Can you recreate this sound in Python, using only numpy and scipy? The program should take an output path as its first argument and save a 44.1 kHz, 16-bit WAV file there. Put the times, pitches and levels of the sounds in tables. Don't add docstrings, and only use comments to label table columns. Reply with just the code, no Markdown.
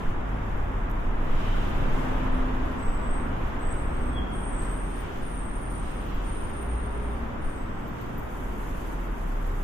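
import sys
import numpy as np
from scipy import signal
from scipy.fft import rfft, irfft, next_fast_len
from scipy.io import wavfile
from scipy.ndimage import uniform_filter1d

SR = 44100
rng = np.random.default_rng(int(sys.argv[2]) if len(sys.argv) > 2 else 0)


def generate_wav(sig):
    pcm = np.round(np.clip(np.atleast_2d(sig).T, -1, 1) * 32767).astype(np.int16)
    wavfile.write(sys.argv[1], SR, pcm)


def volts_from_decibels(level):
    exponent = np.asarray(level, float) / 20
    return 10 ** exponent


N = 424683
TIME = np.arange(N) / SR

# (time [s], level [dB])
TRAFFIC_FLOW = [(0.0, -38), (1.02, -37.5), (2.09, -34), (2.97, -37), (3.0, -36), (4.66, -38), (4.93, -40),
                (5.02, -39), (5.28, -40.5), (7.32, -39), (7.48, -40), (7.51, -40), (7.59, -40),
                (9.63, -40.5)]
# (time [s], level [dB])
AXLE_LOADS = [(0.1, -22.5), (0.55, -23.5), (0.9, -32), (1.1, -22), (1.31, -16.5), (1.55, -24), (1.76, -24),
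              (1.9, -24.5), (2.11, -31), (2.33, -23.5), (2.6, -29), (2.9, -22.5), (3.12, -26),
              (3.45, -30.5), (3.7, -27), (4.04, -28), (4.58, -32.5), (5.21, -31), (5.49, -31.5),
              (5.86, -35.5), (6.15, -32), (6.42, -32), (7.02, -33.5), (7.45, -27), (7.62, -39), (8.5, -36),
              (8.75, -37), (9.41, -38)]
# (time [s], approach [s], departure [s], level [dB])
CLOSE_PASSES = [(0.0, .1, 0.15, -6), (1.52, 0.24, 1, 0.5), (2.15, 0.58, 0.88, -7), (3.45, .15, 0.45, -8),
                (4.66, .08, 0.21, -7.5), (5.05, 0.14, 0.46, -4.5), (5.92, 0.13, 0.1, -6.5),
                (6.15, 0.21, 0.88, -5.5), (8.02, 0.062, 0.091, -9), (8.8, 0.44, 0.39, -10.5),
                (9.5, 0.26, 0.25, -15)]
# (frequency [Hz], level [dB])
SHAKE_COLOUR = [(4, -14), (9, 6.5), (17, 6), (24, 6.5), (32, -49)]
# (frequency [Hz], level [dB])
RUMBLE_COLOUR = [(15, 2), (30, -4.5), (60, -6.5), (150, -13), (250, -12.5), (400, -17.5), (650, -27),
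                 (1000, -50)]
# (frequency [Hz], level [dB])
ROAR_COLOUR = [(300, -10), (550, -2.5), (1000, -0.5), (1400, -4.5), (2000, -11.5), (3000, -21.5),
               (3600, -26), (4200, -41.5)]
# (frequency [Hz], level [dB])
TYRE_EDGE_COLOUR = [(1500, -5), (2200, -4), (3000, -1), (3700, -7.5), (4300, -16), (5500, -23)]
# (frequency [Hz], level [dB])
HISS_COLOUR = [(3000, -5.5), (4300, -0.5), (5500, 0), (7000, -1), (9000, -6.5), (11000, -14)]
# (frequency [Hz], level [dB])
AIR_COLOUR = [(6000, 4.5), (9000, 2.5), (12000, 5.5), (15000, 3), (17000, -36)]
# (frequency [Hz], likeness [-1 to 1])
MICROPHONE_LIKENESS = [(30, 0.98), (60, 0.93), (130, 0.83), (290, 0.56), (640, -0.13), (1400, -0.013)]
# (time [s], length [s], start [Hz], end [Hz], level [dB])
ENGINE_DRONES = [(0.3, .65, 46.5, 44.8, -32), (0.8, .7, 32.5, 27.5, -31.5), (1.7, .25, 27.5, 25.7, -27),
                 (2.2, .2, 27.5, 26.5, -29), (3.2, .8, 27.2, 28.6, -33), (4.55, .25, 26.1, 26.2, -38),
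                 (2.33, .3, 43, 42.5, -33), (2.92, .15, 41.2, 41.8, -39), (4.25, .75, 41.5, 40.3, -35),
                 (5.4, 1.0, 40.5, 39.2, -37), (3.0, .5, 59, 59.5, -41), (3.7, .5, 60, 61, -35),
                 (6.75, .5, 58.3, 57.3, -32), (8.42, .7, 40.5, 40, -34.5), (9.3, .4, 33, 31.3, -31),
                 (0.1, .7, 102.5, 99.5, -41), (1.5, .4, 102, 100, -42), (1.4, .7, 133.5, 129, -40),
                 (7.95, .35, 118, 117.5, -44.5), (2.06, .66, 259, 254.5, -39.5), (2.9, .55, 254, 252, -45),
                 (3.95, .3, 245, 242, -46), (7.15, .2, 233, 232, -44), (6.5, .6, 406, 408, -48.5)]
# (time [s], level [dB], left minus right [dB])
CLINKS_HEARD = [(4.714, -55, 3.0), (5.001, -49, -1.5), (5.037, -59, 2.0), (5.44, -59, 2.5),
                (5.6196, -60, 0.5), (5.7159, -60, 0.0), (6.0586, -52, 6.0), (6.1414, -48, -1.0),
                (6.6184, -53, 6.5), (7.5863, -62, 3.5), (7.877, -46, -0.5), (8.0092, -46, -2.0),
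                (8.1768, -40, -0.5)]
# (frequency [Hz], level [dB], time to fall 60 dB [s])
CLINK_TONES = [(14310, 1, .06), (14450, -1, .05), (14190, -4, .05)]
# (frequency [Hz], level [dB], time to fall 60 dB [s])
CLOSEST_CLINK_TONES = [(10900, -9, .06), (12200, -12, .06), (13330, -8, .03)]
# (time [s], level [dB], left minus right [dB])
CLOTH_TICKS = [(0.8944, -59, 7.5), (0.8999, -46, 7.5), (0.9133, -46, 12), (4.421, -55, 0),
               (5.7154, -47, -2.0)]
# (time [s], length [s], start [Hz], end [Hz], level [dB])
PAD_GRIPS = [(2.325, 0.009, 8550, 8850, -61), (2.8, 0.15, 8040, 8040, -54), (2.94, .1, 7950, 7850, -56),
             (3.07, 0.086, 8050, 8220, -50), (3.62, .11, 8040, 8100, -48.5), (3.75, 0.095, 8120, 8190, -49),
             (3.89, .09, 8200, 8510, -56), (4.0, 0.12, 8360, 8270, -54), (4.35, .1, 8480, 8590, -50),
             (4.34, .12, 8150, 8300, -58), (4.51, .2, 8100, 8290, -48), (4.5, .15, 7800, 7760, -64),
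             (4.77, 0.23, 8400, 8380, -58), (5.4, 0.054, 8360, 8330, -49), (5.74, 0.058, 8470, 8380, -55.5),
             (5.86, 0.11, 8430, 8440, -63), (7.48, 0.12, 8400, 7950, -59.5), (7.58, 0.22, 7770, 7750, -70)]
# (time [s], length [s], level [dB])
DISC_RINGS = [(4.33, .19, -57), (4.72, .25, -60), (5.25, .53, -58), (5.82, .17, -64), (6.27, .58, -58.5),
              (6.92, .22, -65), (7.42, .09, -62)]


def curve(table):
    s, *columns = np.transpose(table)
    return [np.interp(TIME, s, column) for column in columns]


def walk(rate, count=N):
    hold = int(SR / rate)
    levels = rng.standard_normal(N // hold + 1)[:count // hold + 1]
    steps = np.repeat(levels, hold)
    return 1.3 * uniform_filter1d(uniform_filter1d(steps, hold), hold)[:count]


def wash(colour, flicker_db, rate):
    size = next_fast_len(N)
    octave = np.log2(np.maximum(np.fft.rfftfreq(size, 1 / SR), 1))
    hz, db = np.transpose(colour)
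    like_hz, likeness = np.transpose(MICROPHONE_LIKENESS)
    like = np.clip(np.interp(octave, np.log2(like_hz), likeness), -1, 1)
    gain = volts_from_decibels(np.interp(octave, np.log2(hz), db, -150, -150))
    mid, side = rfft(rng.standard_normal((2, size))) * gain
    pair = np.sqrt(1 + like) * mid + np.sqrt(1 - like) * side * np.array([[1], [-1]])
    out = 0
    for centre in np.arange(np.floor(np.log2(hz[0])), np.log2(hz[-1]) + 1):
        share = np.cos(np.pi / 2 * np.clip(octave - centre, -1, 1)) ** 2
        out = out + irfft(pair * share, size)[:, :N] * volts_from_decibels(flicker_db * walk(rate))
    return out / np.sqrt(np.mean(out ** 2))


def swell(t, start, length, rise, fall):
    before = np.maximum(start - t, 0)
    after = np.maximum(t - start - length, 0)
    return np.exp(-(before / rise) ** 2 - after / fall)


def swells(rows):
    t = TIME[::128]
    total = sum(gain * swell(t, s, 0, rise, fall) for s, rise, fall, gain in rows)
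    return np.interp(TIME, t, total)


def tone(hz, wander, rate):
    wandering_hz = hz * (1 + wander * walk(rate, count=len(hz)))
    turns = np.cumsum(wandering_hz) / SR + rng.random()
    return np.sqrt(2) * np.sin(2 * np.pi * turns)


def add(track, note, rise, fall, wander, wander_rate, flutter_db, flutter_rate):
    start, length, hz, end_hz, db = note
    span = slice(int(max(start - 3 * rise, 0) * SR), int((start + length + 8 * fall) * SR))
    t = TIME[span]
    flutter = flutter_db * walk(flutter_rate, count=len(t))
    level = volts_from_decibels(db + flutter) * swell(t, start, length, rise, fall)
    slide_hz = np.interp(t, [start - rise, start + length], [hz, end_hz])
    track[span] += level * tone(slide_hz, wander, wander_rate)


def passage(x, t60, direct):
    t = np.arange(SR) / SR
    tail = rng.standard_normal((2, SR)) * np.exp(-np.log(1000) * t / t60)
    tail /= np.sqrt(np.sum(tail ** 2, axis=1, keepdims=True))
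    tail[:, 0] += direct
    return signal.fftconvolve(np.atleast_2d(x), tail, axes=1)[:, :N]


def shaking_structure():
    rise_s, fall_s, rest_db = 0.049, 0.079, -46
    load = volts_from_decibels(rest_db) + swells((s, rise_s, fall_s, volts_from_decibels(db)) for s, db in AXLE_LOADS)
    shake = wash(SHAKE_COLOUR, .5, 2.5)
    power = uniform_filter1d(np.mean(shake ** 2, axis=0), int(.15 * SR))
    return shake / np.sqrt(power + 0.064) * load


def engine_rumble(flow_db):
    return wash(RUMBLE_COLOUR, 0.54, 2.3) * volts_from_decibels(-32.5 + 0.73 * flow_db)


def tyres_and_air(flow_db):
    far_db = -11
    passes = swells((s, rise / np.sqrt(2), fall / 2, volts_from_decibels(2 * db)) for s, rise, fall, db in CLOSE_PASSES)
    close_db = 10 * np.log10(volts_from_decibels(2 * far_db) + passes)
    mouth_s, mouth_rise_s, mouth_db = 8.04, .35, 8.5
    opening_db = mouth_db * swell(TIME, mouth_s + mouth_rise_s, N / SR, mouth_rise_s, 1)
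    roar = wash(ROAR_COLOUR, 0.13, 4.7) * volts_from_decibels(-38 + flow_db)
    edge = wash(TYRE_EDGE_COLOUR, 0.36, 3.7) * volts_from_decibels(-47 + 1.22 * close_db)
    gusts = volts_from_decibels(0.9 * walk(14))
    hiss = wash(HISS_COLOUR, 0.41, 7.1) * volts_from_decibels(-58 + 0.75 * close_db + 0.23 * opening_db)
    grit_db = 1.3 * walk(90)
    air = wash(AIR_COLOUR, .5, 12.0) * volts_from_decibels(-62 + 0.65 * close_db + opening_db + grit_db)
    return roar + edge + gusts * (hiss + air)


def traffic():
    flow_db = curve(TRAFFIC_FLOW)[0] + 38
    return shaking_structure() + engine_rumble(flow_db) + tyres_and_air(flow_db)


def engines():
    fade_s, beat_db = .16, 2
    out = np.zeros(N)
    for note in ENGINE_DRONES:
        add(out, note, fade_s, fade_s / 2, .003, 4.0, beat_db, 4.0)
    return out


def ringing(modes):
    t = np.arange(SR // 4) / SR
    ring = 0
    for hz, db, t60 in modes:
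        ring = ring + volts_from_decibels(db) * np.sin(2 * np.pi * hz * t) * np.exp(-np.log(1000) * t / t60)
    return ring * np.minimum(t / .002, 1)


def strikes(events, ring):
    kicks = np.zeros((2, N))
    for s, db, pan_db in events:
        kicks[:, int(s * SR)] = volts_from_decibels(db + np.array([pan_db, -pan_db]) / 2)
    return signal.fftconvolve(kicks, ring[None], axes=1)[:, :N]


def metal_clinks():
    clinks = strikes(CLINKS_HEARD, ringing(CLINK_TONES))
    clinks = clinks + strikes(CLINKS_HEARD[-1:], ringing(CLOSEST_CLINK_TONES))
    return volts_from_decibels(-6) * clinks + volts_from_decibels(-6) * passage(clinks, .3, .01)


def cloth_ticks():
    t = np.arange(SR // 40) / SR
    snap = np.diff(rng.standard_normal(len(t) + 1)) * np.exp(-t / 0.001)
    return volts_from_decibels(-3.5) * strikes(CLOTH_TICKS, snap)


def brakes():
    pads, discs, squeak = np.zeros((4, N)), np.zeros((3, N)), np.zeros(N)
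    grip_s, release_s = 0.022, 0.015
    for k, note in enumerate(PAD_GRIPS):
        add(pads[k % len(pads)], note, grip_s, release_s, .009, 130.0, 2.5, 35.0)
    disc_hz, disc_rise_s, disc_fall_s = 8900, 0.035, 0.021
    for k, (start, length, db) in enumerate(DISC_RINGS):
        note = (start, length, disc_hz, disc_hz, db + 5.5)
        add(discs[k % len(discs)], note, disc_rise_s, disc_fall_s, .0045, 200.0, 2.0, 18.0)
    chirp = (4.187, 0, 3370, 3225, -42.5)
    add(squeak, chirp, .035, .012, .013, 120.0, 1.5, 60.0)
    pad_squeals = sum(passage(squeal, .45, .05) for squeal in pads)
    disc_squeals = sum(passage(ring, .35, .05) for ring in discs)
    return pad_squeals + disc_squeals + passage(squeak, 1.2, 0.8)


def scene():
    return traffic() + engines() + metal_clinks() + cloth_ticks() + brakes()


def masked(x, under_db, up_db, down_db, weak_db):
    frame = dict(window="cosine", nperseg=2048, noverlap=1024)
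    spectrum = signal.stft(x, **frame)[2]
    group, first, bands = 4, 140, 140
    treble = spectrum[:, first:first + bands * group]
    power = np.abs(treble.reshape(2, -1, group, treble.shape[-1])) ** 2
    db = 10 * np.log10(np.mean(power, axis=(0, 2)) + 1e-18)
    khz = np.arange(len(db)) * group * SR / 2048000
    gap = khz[:, None] - khz
    narrow = (8.5 / (khz + first * SR / 2048000)) ** 2
    reach = narrow * np.where(gap > 0, up_db * gap, -down_db * gap)
    limit = np.max(db[None] - reach[:, :, None], axis=1) - under_db
    around = uniform_filter1d(uniform_filter1d(db, size=15, axis=0), size=3, axis=1)
    heard = db > np.maximum(limit, around - weak_db)
    keep = np.ones(spectrum.shape[1:])
    keep[first:first + len(db) * group] = np.repeat(heard, group, axis=0)
    return signal.istft(spectrum * keep, **frame)[1][:, :N]


def top_cut(x):
    return signal.sosfilt(signal.butter(12, 15620, fs=SR, output="sos"), x)


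def record(dry):
    heard = masked(dry, under_db=23.3, up_db=4.4, down_db=27.0, weak_db=1.9)
    top = signal.ellip(12, .2, 90, 14980, fs=SR, output="sos")
    mix = signal.sosfilt(top, heard)
    return top_cut(mix)


dry = scene()
out = record(dry)
generate_wav(out)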